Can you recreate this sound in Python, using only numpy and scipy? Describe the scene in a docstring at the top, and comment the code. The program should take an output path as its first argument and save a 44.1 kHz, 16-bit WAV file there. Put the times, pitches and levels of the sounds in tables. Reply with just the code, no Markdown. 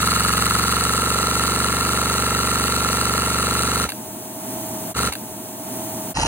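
"""On a carpet, close by: a single-piston vacuum engine of plastic toy bricks runs at 24 turns/s.
Each turn gulps air and knocks the loose piston and valve against the brick housing; the suction
hums and hisses behind. The engine stalls with two small clacks. Background roar, hiss and hum
come up after the stall, as the recorder's gain recovers.
The last turns and the stall replay once; a few turns then replay at 2/3 speed, lower in pitch."""
import sys
import numpy as np
from scipy import signal
from scipy.fft import rfft, irfft
from scipy.io import wavfile
from scipy.ndimage import map_coordinates

SR = 44100
rng = np.random.default_rng(int(sys.argv[2]) if len(sys.argv) > 2 else 0)


def materialize(psi):
    """Save the field psi as 16-bit PCM at rate SR to the path in sys.argv[1].

    A 1-D psi becomes a single channel; in a 2-D psi each row is a channel.
    """
    bounded = np.clip(np.atleast_2d(psi).T, -1, 1)
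    quanta = np.round(bounded * 32767).astype(np.int16)
    wavfile.write(sys.argv[1], SR, quanta)


N = 276507
TIME_S, FREQ_HZ = np.arange(N) / SR, np.fft.rfftfreq(N, 1 / SR)

# Table levels are relative.
# noise spectra of suction roar, suction hiss and port air: f/Hz, density/dB
ROAR_SPECTRUM = [(26, -39), (56, -20), (112, -3), (148, -8), (195, 1), (300, 1.5), (375, -4), (525, -15.5),
                 (690, -3.5), (780, -8.5), (930, -6.5), (1140, -15.5), (2250, -23), (5900, -23.5)]
HISS_SPECTRUM = [(1000, -41), (2500, -11.5), (5100, -15.5), (5900, -2.5), (8200, -4), (10200, 2),
                 (12500, -0.5), (16000, 0.5), (17500, -40)]
PORT_SPECTRUM = [(20, -10), (70, -4), (220, 7), (340, 7), (500, -4), (650, 2.5), (850, 5.5), (1020, 5.5),
                 (1330, 11), (1550, 4.5), (1750, 7), (2400, 2), (2800, 5.5), (3300, -1), (4100, 5.5),
                 (5200, -10), (6000, 8), (7100, -3.5), (9600, 1.5), (12500, -9.5), (16000, -5.5),
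                 (17500, -40)]
# suction motor tones at full gain: f/Hz, level/dB
MOTOR_TONES = [(120, -45.5), (246, -48), (639, -38), (900, -47)]
# crank run-up, run and stall: t/s, speed/(turns/s)
CRANK_SPEED = [(0, 22.486), (.25, 23.034), (.65, 23.238), (.95, 23.834), (1.3, 24.011), (1.6, 24.192),
               (1.85, 24.222), (2.05, 24.19), (2.3, 23.884), (2.6, 24.161), (2.9, 24.083), (3.35, 24.129),
               (3.65, 24.261), (3.85, 24.145), (3.93, 0)]
# cylinder air pulsation: crank harmonic, level/dB
AIR_HARMONICS = [(1, -66), (2, -53), (3, -29), (4, -46.5), (5, -30.5), (6, -50.5), (7, -33), (8, -34.5),
                 (9, -36), (10, -37), (11, -39), (17, -46.5)]
# cylinder air ringing as a port opens:
# phase/turns, length/s, start f/Hz, end f/Hz, level/dB, slack gain/dB, slack lead/turns
PORT_GULPS = [(.193, .00965, 224, 648, -20, -0.5, 0.01), (0.312, .0027, 420, 623, -18.5, -4.5, 0.017),
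              (0.409, 0.0051, 620, 814, -30.5, 0, .02), (0.535, .00354, 1024, 756, -21, -19, -0.033),
              (0.69, 0.012, 454, 319.3, -29, 0, 0.0043)]
# piston, rod and valve contacts: phase/turns, knock/dB, click/dB, click f/Hz, first rebound/s,
# scrape/dB, scrape decay/s, slack gain/dB, slack lead/turns
TURN_CONTACTS = [(0, -52, 2, 9500, .001, -2.5, 0.0029, 1.3, 0),
                 (.0067, -2.5, 2, 4150, .00072, 0, .0025, 1, -0.002),
                 (0.0235, -2.5, -9, 8000, .0006, 0.5, 0.0055, 1, -0.0016),
                 (.214, -11.5, -6.5, 10000, .0005, 3.5, 0.0021, 2, .01),
                 (.287, -52, -2.5, 8850, .0004, 1.5, .002, 0, .02),
                 (.305, -2.5, -12, 4200, .0008, 1, .0028, 1.5, 0.0196),
                 (.429, -4, -8, 6250, .0007, 0, .0028, -2, 0.0208),
                 (.454, -60, -2, 9800, .00042, -4, 0.0011, -5, .005),
                 (.468, -16.5, -1.5, 4450, .00065, 1.5, 0.0075, 2, .008),
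                 (.545, -18, -0.5, 7800, 0.0006, 4, 0.0053, 1, -.05),
                 (.703, -46, 5, 8880, .00025, -2, 0.0033, -0.5, .008),
                 (.795, -17.5, -4, 4100, 0.00089, 6, .003, 7.5, .004),
                 (.874, -38, -0.5, 8100, .0007, 0, 0.0041, 4, .004),
                 (.934, -6, -9.5, 4730, 0.00084, 2, 0.0026, 0.5, -0.0041)]
# piston rocking to rest: t/s, knock/dB, click/dB, click f/Hz, scrape decay/s, ring f/Hz, ring/dB
STALL_CONTACTS = [(3.8888, -22, -1, 2690, .003, 970, -24), (3.8905, -15, -1, 4100, .003, 2230, -28),
                  (3.8924, -13, 5.5, 6500, .006, 875, -24), (3.898, -28, 0, 2890, 0.0055, 2690, -26),
                  (3.9025, -28, 2.5, 4200, 0.006, 4230, -35), (3.9205, -30, 4.5, 3800, .004, 1640, -25.5)]
# brick housing modes: f/Hz, width/Hz, level/dB
HOUSING_MODES = [(840, 95, -28), (1154, 81, -22.5), (1283.6, 64, -9.5), (1365, 52.3, -8.5), (1686, 99, -17),
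                 (2120, 120, -17), (2810, 260, -15.5), (4030, 220, -16), (4800, 220, -20)]
# plastic clicking on plastic: f/Hz, level/dB
CLICK_SPECTRUM = [(310, -7.5), (1020, -8), (1900, 0.5), (2380, -8.5), (2800, 2.5), (3200, -7.5), (4050, 2),
                  (4700, 4), (5300, -13), (5900, -4.5), (7050, -3), (8400, -0.5), (9550, 5), (12100, 3.5),
                  (15900, -10), (17500, -42)]
# left-right likeness of near and far sources: f/Hz, correlation
NEAR_CORRELATION = [(60, 0.75), (300, 0.89), (700, 0.73), (1500, 0.55), (4100, 0.69), (5350, 0.91),
                    (6700, 0.95), (8300, 1), (10200, 0.92), (11700, 1), (15000, 0.79)]
FAR_CORRELATION = [(60, 0.99), (300, 0.98), (700, 0.66), (1400, 0.27), (3000, 0.035), (5300, 1),
                   (6700, 0.51), (8300, 1), (10200, 0.94), (11700, 1), (15000, 0.49)]
# phase of left ahead of right: f/Hz, lead/rad
LEFT_LEAD = [(20, 0), (750, -.1), (1400, -.9), (2100, -.6), (2600, -1.4), (2900, -2.4), (3350, -3.2),
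             (4100, -4.3), (4600, -3.6), (5300, -3.14), (5700, -3), (7500, -1), (8500, 0), (10000, 1.3),
             (11700, 3.14), (13000, 4.4), (14300, 6.2), (16000, 6.9)]
# left minus right: f/Hz, level/dB
LEFT_BALANCE = [(70, -3.5), (130, -1), (280, -1.2), (550, -0.5), (1400, -0.2), (4000, -1), (9000, 0)]
# first pass and two replays: start t/s, end t/s, scene t/s at start, speed ratio
PASSES = [(-.1, 4.94, -.1, 1), (4.94, 6.14, 3.7067, 1), (6.14, 6.4, 3.696, 2 / 3)]

STALL_S = 3.895


def amp(db):
    """dB to gain."""
    return 10 ** (np.asarray(db) / 20)


def unit_rms(x):
    """Scale to rms 1."""
    return x / np.sqrt(np.mean(x ** 2) + 1e-20)


def over_hz(table):
    """Interpolate a table along log frequency."""
    hz, value = np.transpose(table)
    return np.interp(np.log(FREQ_HZ + 1), np.log(hz + 1), value)


def ramp(start_s, length_s):
    """Linear rise from 0 to 1, then hold."""
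    return np.clip((TIME_S - start_s) / length_s, 0, 1)


def drift(rate_hz):
    """Slow random wander, rms 1."""
    return unit_rms(irfft(rfft(rng.standard_normal(N)) * np.exp(-(FREQ_HZ / rate_hz) ** 2), N))


def stereo_noise(spectrum, correlation):
    """Coloured noise, partly alike left and right, rms 1."""
    left, independent = rfft(rng.standard_normal((2, N)))
    shared = np.clip(over_hz(correlation), -1, 1)
    right = shared * left + np.sqrt(1 - shared ** 2) * independent
    return unit_rms(irfft(np.array([left, right]) * amp(over_hz(spectrum)), N))


def coloured(x, spectrum):
    """Minimum-phase filter of unit power."""
    log_gain = np.log(unit_rms(amp(over_hz(spectrum))))
    cepstrum = irfft(log_gain, N)[:1024] * np.r_[1, np.full(1023, 2)]
    return irfft(rfft(x) * np.exp(rfft(cepstrum, N)), N)


def low_cut(x, hz):
    """Second-order high-pass."""
    return signal.sosfilt(signal.butter(2, hz, "high", fs=SR, output="sos"), x)


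def ring(x, hz, width_hz):
    """One mode: a unit impulse starts a decaying sine of height 1."""
    pole = np.exp((2j * np.pi * hz - np.pi * width_hz) / SR)
    return signal.lfilter([1], [1, -pole], x + 1e-18).imag


def impulses(at_s, sizes):
    """Impulse train, t > 0 only."""
    samples = np.clip(np.round(at_s * SR).astype(int), 0, N)
    return np.bincount(samples, sizes * (at_s > 0), N + 1)[:N]


def each_turn(turns, phase):
    """Times/s at which the crank passes a phase."""
    return np.interp(np.arange(-1, int(turns[-1])) + phase, turns, TIME_S)


def suction(held_gain_db=-8, air_step_db=4, tone_step_db=5.84, pitch_rise=.008, waver=.0025):
    """Distant roar, hiss and hum; up in two timed steps after the stall, as recorder gain recovers."""
    before_step = 1 - ramp(start_s=4.34, length_s=.17)
    pitch = 1 - pitch_rise * before_step
    tones = np.zeros(N)
    for hz, db in MOTOR_TONES:
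        tone_hz = hz * pitch * (1 + waver * drift(rate_hz=8.6))
        tones += amp(db) * np.sqrt(2) * np.sin(2 * np.pi * np.cumsum(tone_hz) / SR)
    roar = amp(-30.5) * stereo_noise(ROAR_SPECTRUM, FAR_CORRELATION)
    hiss = amp(-33) * stereo_noise(HISS_SPECTRUM, FAR_CORRELATION)
    air = amp(-air_step_db * before_step) * (roar + hiss)
    motor = amp(-tone_step_db * before_step) * tones
    gain_held = 1 - ramp(STALL_S, length_s=.041)
    return amp(held_gain_db * gain_held) * (air + motor)


def room(x, t60_s=.24, gap_s=.003):
    """Carpeted room: short diffuse stereo tail, little bass."""
    t = np.arange(SR // 4) / SR
    tail = rng.standard_normal((2, len(t))) * amp(-60 * t / t60_s) * (t > gap_s)
    tail = low_cut(tail, hz=600)
    return signal.oaconvolve(x, tail / np.linalg.norm(tail[0]), axes=1)[:, :N]


def crank(first_knock_s=.0297, run_down_s=.051):
    """Engine state: turns since the first knock, slack (1 to 0 as the parts settle), drive/dB."""
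    turns = np.cumsum(np.interp(TIME_S, *np.transpose(CRANK_SPEED))) / SR
    turns -= np.interp(first_knock_s, TIME_S, turns)
    slack = 1 - ramp(start_s=.58, length_s=.38)
    drive = 1 - ramp(STALL_S - run_down_s, run_down_s)
    return turns, slack, 20 * np.log10(drive + 1e-6)


def port_air(turns, throb_db=2, widest_turns=.933):
    """Air hisses through the ports, swelling on both strokes."""
    throb = np.cos(4 * np.pi * (turns - widest_turns))
    return amp(-27.5 + throb_db * throb) * stereo_noise(PORT_SPECTRUM, NEAR_CORRELATION)


def pulsation(turns, slack, lag_turns=.1548, spread_turns=.05677, tilt_db=.28, waver_db=.1):
    """Piston push and pull: mostly odd harmonics, the higher ones later and stronger with slack."""
    wave = np.zeros(N)
    for k, db in AIR_HARMONICS:
        delayed_turns = turns - lag_turns - spread_turns * k
        wave -= amp(db + tilt_db * k * slack) * np.cos(2 * np.pi * k * delayed_turns)
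    return wave * amp(waver_db * drift(rate_hz=10))


def gulps(turns, slack, jitter_s=.00004):
    """Cylinder air rings in a short glide as each port opens."""
    out = np.zeros(N)
    for phase, length_s, start_hz, end_hz, db, slack_db, lead_turns in PORT_GULPS:
        t = np.arange(0, length_s, 1 / SR)
        gulp = -signal.chirp(t, start_hz, length_s, end_hz, phi=-90) * np.sin(np.pi * t / length_s)
        at_s = each_turn(turns + lead_turns * slack, phase)
        late_s = jitter_s * rng.standard_normal(len(at_s)) * (at_s > 0)
        sizes = amp(db + slack_db * np.interp(at_s, TIME_S, slack))
        out += signal.oaconvolve(impulses(at_s + late_s, sizes), gulp)[:N]
    return out


def loose_parts(width_hz=120):
    """Parts drop back at the stall, each ringing at its own pitch."""
    return sum(ring(impulses(np.array([at_s]), amp(db)), hz, width_hz)
               for at_s, *_, hz, db in STALL_CONTACTS)


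def running_blows(turns, slack, drive_db, easing_s=1.7, drive_exponent=3.4):
    """Piston, rod and valve strike every turn: hard at first, easing, dying with the drive."""
    for phase, knock_db, click_db, hz, rebound_s, scrape_db, decay_s, slack_db, lead in TURN_CONTACTS:
        at_s = each_turn(turns + lead * slack, phase)
        late, hard, sharp = rng.standard_normal((len(at_s), 3)).T
        force_db = np.interp(at_s, TIME_S, drive_exponent * drive_db + slack_db * slack)
        early = np.exp(-at_s / easing_s)
        knocks_db = knock_db + force_db + .28 + 3.5 * early + hard
        clicks_db = click_db + force_db - .12 + 1.6 * early + 1.5 * sharp
        jitter_s = .00001 + .00005 * np.sin(np.pi * phase)  # tightest at the main knock
        at_s = at_s + jitter_s * late * (at_s > 0)
        yield at_s, knocks_db, clicks_db, hz, rebound_s, scrape_db, decay_s


def stall_blows(rebound_s=.00082, scrape_db=-1):
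    """The piston rocks to rest in single blows."""
    for at_s, knock_db, click_db, hz, decay_s, _, _ in STALL_CONTACTS:
        yield np.array([at_s]), knock_db, click_db, hz, rebound_s, scrape_db, decay_s


def clatter(*blow_sets, restitution=.55, click_width_hz=1700):
    """Each blow rings the housing and gives a pitched tick, two rebounds and a short scrape."""
    grit = stereo_noise([(20, 0)], NEAR_CORRELATION)  # white
    knocks, clicks = np.zeros(N), np.zeros((2, N))
    ring_gain = amp(-4) * np.sqrt(4 * np.pi * click_width_hz / SR)
    for blows in blow_sets:
        for at_s, knock_db, click_db, hz, rebound_s, scrape_db, decay_s in blows:
            knocks += impulses(at_s, amp(knock_db))
            ticks = impulses(at_s, amp(click_db))
            envelope = signal.lfilter([1], [1, -np.exp(-1 / (decay_s * SR))], ticks + 1e-18)
            scrape = amp(scrape_db) * np.sqrt(2 / (decay_s * SR)) * envelope * grit
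            for k, delay_s in ((1, rebound_s), (2, rebound_s * (1 + restitution))):
                ticks += impulses(at_s + delay_s, amp(click_db) * restitution ** k * (at_s > 0))
            burst = ticks + scrape
            clicks += burst + ring_gain * ring(burst, hz, click_width_hz)
    knocks = low_cut(knocks, hz=650)  # the small housing radiates little bass
    housing = sum(amp(db) * ring(knocks, hz, width_hz) for hz, width_hz, db in HOUSING_MODES)
    return amp(-13) * housing + amp(-11.5) * coloured(clicks, CLICK_SPECTRUM)


def scene(air_db=.32, room_db=-16, low_cut_hz=36):
    """Suction, room and engine, placed in stereo by level and phase."""
    turns, slack, drive_db = crank()
    air = pulsation(turns, slack) + gulps(turns, slack) + port_air(turns)
    plastic = clatter(running_blows(turns, slack, drive_db), stall_blows()) + loose_parts()
    engine = amp(air_db + drive_db) * air + plastic
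    mix = engine + amp(room_db) * room(engine) + suction()
    left_gain = amp(over_hz(LEFT_BALANCE) / 2) * np.exp(.5j * over_hz(LEFT_LEAD))
    bass_rolloff = 1 - 1 / (1 + (FREQ_HZ / low_cut_hz) ** 4)
    return irfft(rfft(mix) * bass_rolloff * np.array([left_gain, 1 / left_gain]), N)


def record(dry, ceiling=.85, fade_in_s=.036, fade_out_s=.029, cutoff_hz=15880):
    """Round off peaks, join the passes with short fades, low-pass. Slow replay lowers the pitch."""
    limited = dry / (1 + (dry / ceiling) ** 4) ** .25
    out = np.zeros((2, N))
    for start_s, end_s, scene_s, speed in PASSES:
        fade = ramp(start_s, fade_in_s) * np.clip((end_s - TIME_S) / fade_out_s, 0, 1)
        heard = fade > 0
        samples = np.round((scene_s - start_s * speed) * SR) + speed * np.arange(N)[heard]
        played = np.array([map_coordinates(side, [samples], order=5) for side in limited])
        out[:, heard] += fade[heard] * played
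    low_pass = signal.firwin(511, cutoff_hz, window=("kaiser", 9), fs=SR)
    return signal.oaconvolve(out, low_pass[None], "same")


dry = scene()
out = record(dry)
materialize(out)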